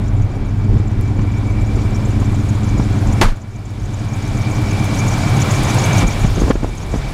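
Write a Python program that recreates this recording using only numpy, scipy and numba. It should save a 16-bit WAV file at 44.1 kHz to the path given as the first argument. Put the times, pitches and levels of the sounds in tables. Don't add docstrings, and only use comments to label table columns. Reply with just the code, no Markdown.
import sys
import numpy as np
from scipy import signal
from scipy.io import wavfile
from scipy.ndimage import uniform_filter1d
from numba import njit

SR = 44100
rng = np.random.default_rng(int(sys.argv[2]) if len(sys.argv) > 2 else 0)


def wav_out(sig):
    wavfile.write(sys.argv[1], SR, np.round(np.clip(np.atleast_2d(sig).T, -1, 1) * 32767).astype(np.int16))


def nominal_scale(level):
    x = np.asarray(level, float) / 20
    return 10 ** x


N = 314433
T = np.arange(N) / SR

# time [s], speed [cycles/s]
ENGINE_SPEED = [(0, 8.9), (.5, 9.05), (.8, 8.74), (1.2, 8.5), (1.4, 8.49), (2, 8.57), (2.7, 8.64),
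                (3.2, 8.65), (3.6, 8.76), (4.2, 8.76), (4.7, 8.83), (5.2, 8.86), (6, 8.93), (7.13, 8.96)]
# time [s], boom [dB], bark_over_boom [dB]
EXHAUST_LEVELS = [(0.0, -19.5, -1), (0.2, -12.5, -22.5), (0.31, -21.5, -11), (0.45, -26, -1),
                  (0.52, -17.5, -10.5), (0.76, -12, -9), (0.84, -16.5, -10), (2.0, -16.5, -7),
                  (3.15, -16, -6.5), (3.6, -14.5, -11.5), (4.6, -16.5, -4.5), (5.9, -18, -6.5),
                  (6.3, -10, -10.5), (6.75, -14, -9.5), (7.13, -22, -11)]
# time [s], nearness [dB], whistle_over_hiss
# [dB]
BAY_LEVELS = [(0.0, -49, -1), (0.3, -51, 0), (1.15, -49.5, 3), (1.35, -48.5, 7), (1.8, -46, 6),
              (2.3, -45, -0.5), (2.75, -44.5, 0.5), (3.15, -42, -2), (3.6, -42, 2.5), (4.2, -39, -1.5),
              (4.6, -37, 4.5), (5.1, -34.5, 1.5), (5.6, -32, 1.5), (5.9, -30.5, -1), (6.08, -29.5, 5),
              (6.3, -28.5, -6), (6.6, -31, -4), (7.13, -34, 2.5)]
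# bank [+1/-1], level_at_cab [dB], level_at_bay [dB], manifold_lag [cycles]
CYLINDERS = [(1, 0.8, 0.8, -0.0014), (-1, -0.7, 5.0, -0.0066), (-1, 0.1, -9.1, 0.03),
             (1, 1.3, -2.0, 0.0036), (-1, 0.1, -0.1, 0.0283), (1, 2.5, 3.8, 0.0021), (1, -9.3, 2.0, 0.0241),
             (-1, -1.8, 6.4, -0.002)]
# centre [Hz], width [Hz], level [dB]
BOOM_MODES = [(26.8, 16.5, -15.3), (48.4, 6.1, -25.1), (67.7, 6.1, -12.6), (98.4, 18.4, 2.2),
              (136.8, 12.1, -23.2)]
# centre [Hz], width [Hz], level [dB]
BARK_MODES = [(186.6, 30, -21), (214.8, 13.3, -8.5), (275, 20, -14), (302, 18, -16.5), (385, 36, -26),
              (152, 12, -14)]
# frequency [Hz], density [dB/Hz]
ROAR_SPECTRUM = [(76, -37), (130, 3), (167, -23), (309, -12), (418, -20.5), (717, -15), (2050, -28),
                 (2310, -22), (2500, -47), (3000, -52), (3900, -65), (6600, -120)]
# frequency [Hz], density [dB/Hz]
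HISS_SPECTRUM = [(1470, -24), (2500, 1.5), (3430, 2.5), (4350, -6), (5350, 1), (6840, -3), (7620, -8),
                 (12800, -14.5), (15700, -25)]
# centre [Hz], width [Hz], level [dB]
WHISTLE_MODES = [(2290, 73, 0), (2278, 34, 1.5), (2271, 21, -4.5), (2380, 29, -6.5)]
# start [s], peak [dB], pitch [Hz], direction [+1/-1]
POPS = [(0.734, -23, 149, 1), (0.766, -9, 127, 1), (0.8, -12, 230, 1), (0.99, -15, 151, 1),
        (1.188, -5.5, 169, 1), (1.23, -17, 148, 1), (2.218, -6.5, 221, -1), (2.796, -0.5, 187, 1),
        (6.029, -5.5, 304, 1), (6.041, -3, 168, -1), (6.083, -7, 201, 1), (6.246, 1, 154, 1),
        (6.376, -13, 320, 1), (6.38, -5, 151, 1), (6.419, -3, 340, -1), (6.436, -8, 247, -1),
        (6.481, -6.5, 290, -1), (6.5015, -8, 550, 1), (6.5036, 0.5, 380, 1), (6.506, 3.5, 308, -1),
        (6.507, -17, 940, -1), (6.5149, -18, 900, 1), (6.555, -6, 313, 1), (6.631, -6.5, 240, 1),
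        (6.644, -12.5, 340, -1), (6.645, -8.5, 580, -1), (6.939, -10.5, 527, -1), (6.94, -6, 198, -1),
        (6.948, -21, 390, 1), (6.958, -9.5, 201, -1)]
# start [s], level [dB], decay_t60 [s]
SLAM_BLOWS = [
    (3.213, -3, 0.17),
    (3.229, -38, 0.05),
    (3.236, -43, .09),
    (3.283, -29, 0.28),
    (3.371, -37.5, 0.059),
]
# frequency [Hz], level [dB], decay_t60 [s]
DOOR_MODES = [(550, 3, 0.23), (900, 5.5, 0.12), (1370, -18, 0.23), (1710, -19, 0.12), (2202, -19, 0.81),
              (2240, -21, 0.19), (3031, -13, 0.16), (3978, -16, 0.15), (4160, 8, 0.14), (5383, -15, 0.12),
              (7391, -17, 0.11), (7700, -11, 0.092)]
# frequency [Hz], density [dB/Hz]
CRASH_SPECTRUM = [(120, -29), (190, 11), (420, -4), (1100, -2.5), (2000, -6.5), (2600, -13), (7290, -21.5),
                  (15700, -37)]
# start [s], first_pitch [Hz], level [dB], length [s]
CABIN_AIR = (3.234, 29, -3.5, .11)
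# start [s], level [dB], decay_t60 [s]
HINGE_TICK = (1.011, -30, .012)
# start [s], depth [dB]
DUCKS = [
    (3.22, -4),
    (3.27, -6),
    (3.32, -3),
    (6.033, -7),
    (6.243, -3),
    (6.505, -7.5),
]
# start [s], length [s]
WALK = (3.2, .9)
SLIP_PHASE_TURNS = [.935, .005, .325, .24, .14]
# level_over_hiss [dB], pitch_at_cab [Hz], pitch_at_bay [Hz], slip_length [s]
WORN_SPOTS = [(9.5, 7100, 6650, .015), (2, 7250, 6900, .012), (8.5, 7050, 6550, .016), (6, 5780, 5850, .02),
              (1, 5550, 5500, .015)]
# centre [s], peak [dB], length [s]
GUSTS = [(0.075, -18, 0.62), (0.365, -23, 0.38), (0.736, -15, 0.21), (0.995, -22, 0.16), (1.177, -21, 0.18),
         (2.778, -13, 0.11), (4.33, -22, 0.3), (4.556, -19, .12), (5.62, -17, 0.094), (6.046, -9, 0.079),
         (6.258, -10.5, 0.26), (6.42, -9, .2), (6.623, -19, 0.55), (6.95, -15.5, 0.24)]

ROAR_DB, ROAR_DB_PER_DB = 5.5, -0.2068
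SHADED_BELOW_DB, SHADE_DB_PER_DB = -46, .8
BELT_TURNS_PER_CYCLE = .7953
SLIP_SCATTER_DB, SLIP_SCATTER_RATIO, FRAY_DB = 2.5, .025, -11
BREEZE_DB, BREEZE_WANDER_DB = -20.5, 3.5
CRACKLE_DB, CRACKLE_S = -23, 0.0038
ATTACK_S, HOLD_S, RECOVER_S = .012, 0.28, 0.7


def exhaust(cycle):
    boom_db, bark_db = curves(EXHAUST_LEVELS)
    turns = int(cycle[-1]) + 2
    bank, cab_db, bay_db, lag = (np.tile(column, turns) for column in np.transpose(CYLINDERS))
    size_chance, time_chance = rng.standard_normal((len(bank), 2)).T
    fire_cycle = np.arange(len(bank)) / 8 + lag + .0006 * time_chance
    at = np.interp(fire_cycle, cycle, np.arange(N), -1, -1).astype(int)
    fire_db = cab_db + forward(at / SR) * (bay_db - cab_db) + 1.2 * size_chance
    size = (.35 + bank) * nominal_scale(fire_db)
    heard = at >= 0
    pulses = np.full(N, 1e-18)
    pulses[at[heard]] = size[heard]
    turbulence = .016 * rng.standard_normal(N)
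    boom = level(resonate(pulses, BOOM_MODES), 1.0)
    bark = level(resonate(pulses + turbulence, BARK_MODES), 0)
    return nominal_scale(boom_db) * (boom + bark * nominal_scale(bark_db))


def bay(cycle):
    hiss_db, whistle_db = curves(BAY_LEVELS)
    roar_db = ROAR_DB + ROAR_DB_PER_DB * (hiss_db + 33)
    puff = 1 + 0.42 * np.exp(-(8 * cycle % 1) / .3)
    roar = coloured(ROAR_SPECTRUM, flicker_db=1.07, rate=39) * puff

    tick_envelope = nominal_scale(1.5 * walk(9)) * np.exp(-((cycle - .03) % 1) / .1)
    tick_envelope = uniform_filter1d(tick_envelope, size=180)
    hiss = coloured(HISS_SPECTRUM, flicker_db=1.5, rate=30)
    tick = level(noise_band(8800.0, 9800.0, 8900.0, 9000.0), -0.21)
    hiss = hiss + tick_envelope * tick * nominal_scale(-.6 * roar_db)
    hiss = level(hiss, 3.23)
    hiss = hiss - (1 - shade(hiss_db)) * svf(hiss, 9700.0, 20000.)

    whistle = resonate(rng.standard_normal(N), WHISTLE_MODES) * nominal_scale(2.2 * walk(25))
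    whistle = level(whistle, -0.12) * nominal_scale(whistle_db)
    return nominal_scale(hiss_db) * (hiss + level(roar, 10.8) * nominal_scale(roar_db) + whistle)


def belt(cycle):
    tone, fray = np.zeros(N), np.zeros(N)
    waver = np.clip(walk(220), -2, 2)
    turn = BELT_TURNS_PER_CYCLE * cycle
    for phase, (db, cab_hz, bay_hz, slip_s) in zip(SLIP_PHASE_TURNS, WORN_SPOTS):
        times_s = np.interp(np.arange(1, turn[-1] - 1) + phase, turn, T)
        for s, chance in zip(times_s, rng.standard_normal((60, 4))):
            length_s = slip_s * (1 + 0.33 * np.clip(chance[0], -2, 2))
            start = int((s - length_s / 2 + .0015 * chance[1]) * SR)
            i = start + np.arange(int(length_s * SR))
            i = i[i < N]
            hz = cab_hz + forward(s) * (bay_hz - cab_hz)
            hz = hz * (1 + SLIP_SCATTER_RATIO * chance[2])
            slip = nominal_scale(db + SLIP_SCATTER_DB * chance[3]) * signal.windows.tukey(len(i), .4)
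            turns = np.cumsum(hz * (1 + .025 * waver[i])) / SR
            tone[i] += slip * np.sin(2 * np.pi * turns)
            fray[i] += slip
    rough = level(noise_band(6500.0, 2000.0, 6500.0, 2000.0), FRAY_DB)
    hiss = level(svf(rng.standard_normal(N), 9500., 6000.), -25)
    near_db = curves(BAY_LEVELS)[0]
    chirps = tone * nominal_scale(2.5 * walk(400) - 6) + fray * (rough + hiss)
    return nominal_scale(near_db) * shade(near_db) * chirps


def door():
    blows = sum(nominal_scale(db) * decay(s, t60) for s, db, t60 in SLAM_BLOWS)
    crash = coloured(CRASH_SPECTRUM, flicker_db=1.5, rate=150) * blows
    ring = sum(nominal_scale(db - 9) * svf(crash, 1. * hz, 6 / t60) for hz, db, t60 in DOOR_MODES)

    s, hz, db, length_s = CABIN_AIR
    u = np.clip((T - s) / length_s, 0, 1)
    swing = np.sin(2 * np.pi * hz * length_s * (u - .2 * u ** 2))
    air = nominal_scale(db) * swing * (1 - u ** 2)

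    s, db, t60 = HINGE_TICK
    hinge = nominal_scale(db) * svf(rng.standard_normal(N), 10000., 10000.) * decay(s, t60)
    return crash + ring + air + hinge


def wind(gain):
    rumble = level(resonate(rng.standard_normal(N), [(28, 20, 0), (48, 30, 0)]), -5)
    flutter = level(noise_band(275.0, 280.0, 280.0, 300.0) * nominal_scale(3.7 * walk(60)), -17.5)
    breeze = nominal_scale(BREEZE_DB + BREEZE_WANDER_DB * walk(6) + 0.52 * gain)
    gusts = 0
    for s, db, length_s in GUSTS:
        gusts = gusts + nominal_scale(db) * np.cos(np.pi * np.clip((T - s) / length_s, -.5, .5)) ** 2
    out = (rumble + flutter) * (breeze + gusts)

    t = T[:SR // 20]
    grit = level(noise_band(520.0, 1110.0, 520.0, 1110.0), CRACKLE_DB)
    crackle = np.exp(1 - t / CRACKLE_S) * t / CRACKLE_S
    for s, db, hz, direction in POPS:
        i = int(s * SR)
        envelope = np.exp(-t * hz / .6) * (1 - np.exp(-t * hz * 9))
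        kick = np.sin(2 * np.pi * hz * t) * envelope
        out[i:i + len(t)] += np.sign(direction) * nominal_scale(db + 5) * kick
        out[i:i + len(t)] += nominal_scale(db) * grit[i:i + len(t)] * crackle
    return out


def gain_db():
    gain = 0
    for s, db in DUCKS:
        pull = np.clip((T - s) / ATTACK_S, 0, 1)
        gain = gain + db * pull * np.exp(-np.maximum(T - s - HOLD_S, 0) / RECOVER_S)
    return gain


def forward(s):
    start_s, length_s = WALK
    return np.clip((s - start_s) / length_s, 0, 1)


def shade(near_db):
    return nominal_scale(SHADE_DB_PER_DB * np.minimum(near_db - SHADED_BELOW_DB, 0))


def level(x, db):
    return x * nominal_scale(db) / np.sqrt(np.mean(x ** 2))


def curves(table):
    s, *columns = np.transpose(np.vstack(table))
    return [np.interp(T, s, column) for column in columns]


@njit
def svf(x, hz, width):
    y, band, low = np.empty(len(x)), 0., 0.
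    g, k = np.tan(np.pi * hz / SR), width / hz
    for i in range(len(x)):
        v = (band + g * (x[i] - low)) / (1 + g * (g + k))
        band, low, y[i] = 2 * v - band, low + 2 * g * v, k * v
    return y


def noise_band(hz_1, width_1, hz_2, width_2):
    return svf(svf(rng.standard_normal(N), hz_1, width_1), hz_2, width_2)


def resonate(x, modes):
    warm = int(SR / ENGINE_SPEED[0][1])
    x = np.concatenate([x[:warm], x])
    out = 0
    for k, (hz, width_hz, db) in enumerate(modes):
        hz, width = 1. * hz, 1.32 * width_hz
        out = out + (-1) ** k * nominal_scale(db) * svf(svf(x, hz, width), hz, width)
    return out[warm:]


def walk(rate):
    k = int(SR / rate)
    steps = np.repeat(rng.standard_normal(N // k + 1), k)
    return 1.24 * uniform_filter1d(uniform_filter1d(steps, k), k)[:N]


def coloured(spectrum, flicker_db, rate):
    hz, db = np.transpose(spectrum)
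    out = 0
    for f in hz[0] * 2 ** np.arange(.25, np.log2(hz[-1] / hz[0]), .5):
        band = noise_band(f, f / 2, f, f / 2)
        band_db = np.interp(np.log(f), np.log(hz), db)
        out = out + band * nominal_scale(band_db + flicker_db * walk(rate))
    return level(out, 0)


def decay(s, t60):
    return (T >= s) * np.exp(-np.log(1000) * np.maximum(T - s, 0) / t60)


def scene():
    cycle = .877 + np.cumsum(curves(ENGINE_SPEED)[0]) / SR
    gain = gain_db()
    engine = exhaust(cycle) + bay(cycle) + belt(cycle)
    return (engine * nominal_scale(gain) + wind(gain) + door())[None]


def top_cut(x):
    return signal.sosfilt(signal.butter(12, 15830, fs=SR, output="sos"), x)


def record(dry):
    x = signal.sosfilt(signal.butter(2, 18, "high", fs=SR, output="sos"), dry)
    x = x / (1 + np.abs(x / .93) ** 5) ** (1 / 5)
    x = signal.sosfilt(signal.ellip(8, .2, 60, 15750, fs=SR, output="sos"), x)
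    return top_cut(x)


dry = scene()
out = record(dry)
wav_out(out)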